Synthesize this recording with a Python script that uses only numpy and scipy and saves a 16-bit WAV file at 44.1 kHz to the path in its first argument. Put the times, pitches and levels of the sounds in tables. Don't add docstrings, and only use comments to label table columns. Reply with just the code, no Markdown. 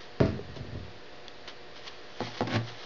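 import sys
import numpy as np
from scipy import signal
from scipy.fft import rfft, irfft
from scipy.io import wavfile
from scipy.ndimage import uniform_filter1d

SR = 44100
rng = np.random.default_rng(int(sys.argv[2]) if len(sys.argv) > 2 else 0)


def waveform_to_disk(signal):
    frames = np.transpose(np.atleast_2d(signal))
    scaled = np.clip(frames, -1, 1) * 32767
    samples = np.round(scaled).astype(np.int16)
    wavfile.write(sys.argv[1], SR, samples)


N = 125685
T = np.arange(N) / SR
RING_T = T[:SR * 3 // 4]
TOP_HZ = 7000

# (frequency [Hz], rms level [dB])
HUM_PARTIALS = [(120, -71.5), (359, -62.5), (482, -61.5), (598, -63), (719, -62.5)]
# (frequency [Hz], relative level [dB])
HISS_SPECTRUM = [(25, -8.5), (250, -7.5), (350, -4), (470, -2.5), (750, -9.5), (850, -9.5), (1500, -11.5),
                 (1870, -8), (2100, -13.5), (3400, -13.5), (4600, -13.5), (7000, -26.5)]
RUB_SPECTRUM = [(150, -2), (600, -2.5), (1100, -4.5), (2000, -2.5), (3300, -3.5), (4500, -3.5),
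                (6000, -6.5), (7000, -20)]
BOTTLE_SPECTRUM = [(25, -21), (50, -10), (100, 1), (400, -7.5), (650, -18), (850, -17.5), (1800, -16.5),
                   (3000, -20.5), (5000, -12.5), (7000, -21.5)]
TUBE_SPECTRUM = [(50, -37), (120, 2), (250, -7), (800, 0.5), (1100, -13), (1500, -10.5), (2500, -18.5),
                 (4500, -9.5), (7000, -14)]
DRAG_SPECTRUM = [(80, 2.5), (270, 9), (400, -5.5), (700, 0), (1000, -10.5), (1600, 1), (2700, -5.5),
                 (3700, -5), (5500, -10), (7000, -21)]
# (peak time [s], level [dB], rise [s], fall [s])
FINGER_RUBS = [(.01, -50, 0.032, 0.047), (.569, -47.5, 0.013, 0.0133), (1.2814, -45, 0.00058, .004),
               (1.477, -40, 0.0013, 0.019), (1.76, -47.5, 0.0028, 0.027), (1.861, -52, 0.049, 0.12),
               (1.88, -40.5, 0.011, 0.0045), (2.26, -42.5, 0.075, 0.046), (2.377, -43, 0.035, 0.039),
               (2.69, -45.5, 0.035, 0.024), (2.84, -45.5, 0.087, 0.072)]
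# (time [s], level [dB], frequency [Hz], t60 [s])
FINGER_TAPS = [(.3925, -26.5, 418, 0.038), (.5635, -32, 427, 0.037), (1.2815, -26.5, 3450, 0.009),
               (1.282, -29.5, 4360, 0.0028)]
# (time [s], level [dB], pulse rise [ms])
BOTTLE_LANDING = [(.2032, 1, 0.091), (.2072, -20, .14), (.2175, -12.5, 0.16), (.2275, -13, 0.11),
                  (.2445, -8, 0.47), (.2582, -18.5, 0.028), (.296, -38.5, .05), (.5632, -20, 0.21)]
BOTTLE_NUDGES = [(.318, -26.5, 2), (.422, -14, 2.2), (.488, -12, 1.5), (.598, -8, 1.52), (.607, -17, 2.1),
                 (.64, -21.5, 0.4), (.72, -8.5, 1.7), (.745, -16.5, 0.41), (.762, -9, 2.1),
                 (.797, -32, 2.2), (.819, -17.5, 1.5)]
TUBE_KNOCKS = [(2.2052, -2.5, 0.071), (2.272, -15.5, 0.084), (2.4074, 2.5, 0.076), (2.480, -13, 1.1),
               (2.534, 5.5, 0.9), (2.5435, -3, 0.63), (2.5625, -3, 0.43), (2.569, -2.5, 1.4)]
# (time [s], level [dB])
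DRAG_FORCE = [(2.470, -76.5), (2.472, -31.5), (2.489, -44), (2.502, -36), (2.529, -33.5), (2.56, -28),
              (2.58, -39.5), (2.62, -48.5)]
# (frequency [Hz], t60 [s], level [dB])
THIN_WALL_MODES = [(1140, 0.014, -32.5), (2780, 0.02, -25.5), (3360, 0.012, -28.5), (4230, 0.015, -18.5)]
BENCH_TOP_MODES = [(48, 0.24, -36), (88.9, 0.47, -9), (134.6, 0.37, -6.5), (248, 0.42, -7.5),
                   (292.6, 0.22, -3.5), (342, 0.064, -3.5), (378.2, 0.18, 1.5), (427, 0.093, -8.5),
                   (555, 0.15, -5), (597, 0.18, -6.5), (648.4, 0.27, -8)]
BENCH_FLEX_MODES = [(115, 0.41, 0), (169, 0.33, -3.5)]
TUBE_MODES = [(226, 0.19, -5), (248, 0.14, 1), (338.7, 0.11, -3), (520, 0.16, -6), (593, 0.069, -8.5),
              (736, .08, -12), (771, 0.053, -6), (864, .13, -8), (1099, 0.087, -6), (1164, 0.12, -16.5),
              (1356, .15, -30.5), (1960, 0.11, -15.5)]
# (thud [dB], modes [dB], diffuse ring [dB], its bass t60 [s], its treble t60 [s])
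BOTTLE_RESPONSE = (6, -18, 8, 0.6, 0.37)
TUBE_RESPONSE = (1, -28, -6.5, 1, 2.2)
# (delay [s], gain [ratio])
BOTTLE_REFLECTIONS = [(.0043, 0.086), (0.0119, 0.11)]
TUBE_REFLECTIONS = [(.0039, 0.25), (0.0121, 0.39), (0.0143, .45), (.0226, .25)]


def undb(db):
    return 10 ** (np.asarray(db) / 20)


def unit_rms(x):
    return x / np.sqrt(np.mean(x ** 2))


def through(x, response):
    return signal.fftconvolve(x, response)[:N]


def low_cut(x, hz):
    return signal.sosfilt(signal.butter(2, hz, "high", fs=SR, output="sos"), x)


def colour(spectrum, size=4096):
    hz, db = np.array(spectrum).T
    bin_hz = np.arange(size // 2 + 1) * SR / size
    gain = undb(np.interp(np.log(bin_hz + 1), np.log(hz), db))
    gain /= np.hypot(1, (bin_hz / TOP_HZ) ** 2)
    cepstrum = irfft(np.log(gain))
    cepstrum[1:size // 2] *= 2
    cepstrum[size // 2 + 1:] = 0
    response = irfft(np.exp(rfft(cepstrum)))
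    return response / np.linalg.norm(response)


def mode(age_s, hz, t60_s):
    age_s = np.maximum(age_s, 0)
    return np.sin(2 * np.pi * hz * age_s) * np.exp(-np.log(1000) * age_s / t60_s)


def ringing(modes):
    return sum((-1) ** k * undb(db) * mode(RING_T, hz, t60_s) for k, (hz, t60_s, db) in enumerate(modes))


def diffuse(bass_t60_s, treble_t60_s, build_s=0.001):
    size = len(RING_T)
    noise = rfft(rng.standard_normal(size))
    bin_hz = np.arange(len(noise)) * SR / size
    octave = np.log2(bin_hz / 60 + 1e-6).clip(0, 7)
    ring = 0
    for k, t60_s in enumerate(np.geomspace(bass_t60_s, treble_t60_s, 8)):
        band = irfft(noise * np.maximum(1 - abs(octave - k), 0), size)
        ring += band * np.exp(-np.log(1000) * RING_T / t60_s)
    ring *= 1 - np.exp(-RING_T / build_s)
    return ring / np.linalg.norm(ring)


def background(hiss_db=-49.5, drift_ratio=0.00383):
    hum = 0
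    for hz, db in HUM_PARTIALS:
        drift = unit_rms(uniform_filter1d(rng.standard_normal(N), size=8000))
        phase = 2 * np.pi * np.cumsum(hz * (1 + drift_ratio * drift)) / SR
        hum += undb(db) * np.sqrt(2) * np.sin(phase)
    hiss = unit_rms(through(rng.standard_normal(N), colour(HISS_SPECTRUM)))
    return hum + undb(hiss_db) * hiss


def friction(spread_db, slips_per_s=2500):
    slips = rng.random(N) < slips_per_s / SR
    return unit_rms(slips * rng.choice([-1, 1], N) * undb(spread_db * rng.standard_normal(N)))


def finger_rubs(hiss_db=3):
    pressure = sum(undb(db) * np.exp(-np.maximum((peak_s - T) / rise_s, (T - peak_s) / fall_s))
                   for peak_s, db, rise_s, fall_s in FINGER_RUBS)
    slips = low_cut(pressure * friction(spread_db=1.5), hz=550)
    hiss = undb(hiss_db) * through(slips, colour(RUB_SPECTRUM))
    return hiss + through(slips, ringing(THIN_WALL_MODES))


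def contact_force(contacts):
    force = np.zeros(N)
    for start_s, db, rise_ms in contacts:
        age = np.maximum(T - start_s, 0) * 1000 / rise_ms
        pulse = age * np.exp(-np.minimum(age, 60))
        force += undb(db) * pulse / pulse.sum()
    return force


def strike(force, modes, spectrum, response):
    thud_db, modes_db, diffuse_db, bass_t60_s, treble_t60_s = response
    thud = through(force, colour(spectrum))
    ring = through(thud, diffuse(bass_t60_s, treble_t60_s))
    tones = through(force, ringing(modes))
    return undb(diffuse_db) * ring - undb(thud_db) * thud + undb(modes_db) * tones


def reflected(x, reflections):
    return x + sum(gain * np.interp(T - delay_s, T, x, left=0) for delay_s, gain in reflections)


def bench_flex(force, build_s=0.0087):
    return through(force, ringing(BENCH_FLEX_MODES) * (1 - np.exp(-RING_T / build_s)))


def bottle(flex_db=-27):
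    force = contact_force(BOTTLE_LANDING) + contact_force(BOTTLE_NUDGES)
    knocks = strike(force, BENCH_TOP_MODES, BOTTLE_SPECTRUM, BOTTLE_RESPONSE)
    return reflected(knocks, BOTTLE_REFLECTIONS) + undb(flex_db) * bench_flex(force)


def finger_taps():
    return sum(undb(db) * mode(T - start_s, hz, t60_s) for start_s, db, hz, t60_s in FINGER_TAPS)


def tube_knocks(flex_db=-33):
    force = contact_force(TUBE_KNOCKS)
    knocks = reflected(strike(force, TUBE_MODES, TUBE_SPECTRUM, TUBE_RESPONSE), TUBE_REFLECTIONS)
    return low_cut(knocks, hz=116) + undb(flex_db) * bench_flex(force)


def tube_drag(modes_db=-27, flex_db=-34):
    time_s, db = np.array(DRAG_FORCE).T
    sliding = (T > time_s[0]) & (T < time_s[-1])
    slips = friction(spread_db=0) * undb(np.interp(T, time_s, db)) * sliding
    scrape = through(slips, colour(DRAG_SPECTRUM)) + undb(modes_db) * through(slips, ringing(TUBE_MODES))
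    return low_cut(scrape, hz=52) + undb(flex_db) * bench_flex(slips)


def scene(room_db=-14, room_t60_s=0.24):
    near = bottle() + tube_drag() + tube_knocks() + finger_rubs() + finger_taps()
    room = undb(room_db) * through(near, diffuse(room_t60_s, room_t60_s))
    return (near + room + background())[None]


def record(dry):
    rolloff_hz, dc_offset = 6100, 0.0048
    dulled = signal.sosfilt(signal.butter(3, rolloff_hz, fs=SR, output="sos"), dry)
    return signal.sosfilt(signal.ellip(8, .3, 70, TOP_HZ, fs=SR, output="sos"), dulled) + dc_offset


dry = scene()
out = record(dry)
waveform_to_disk(out)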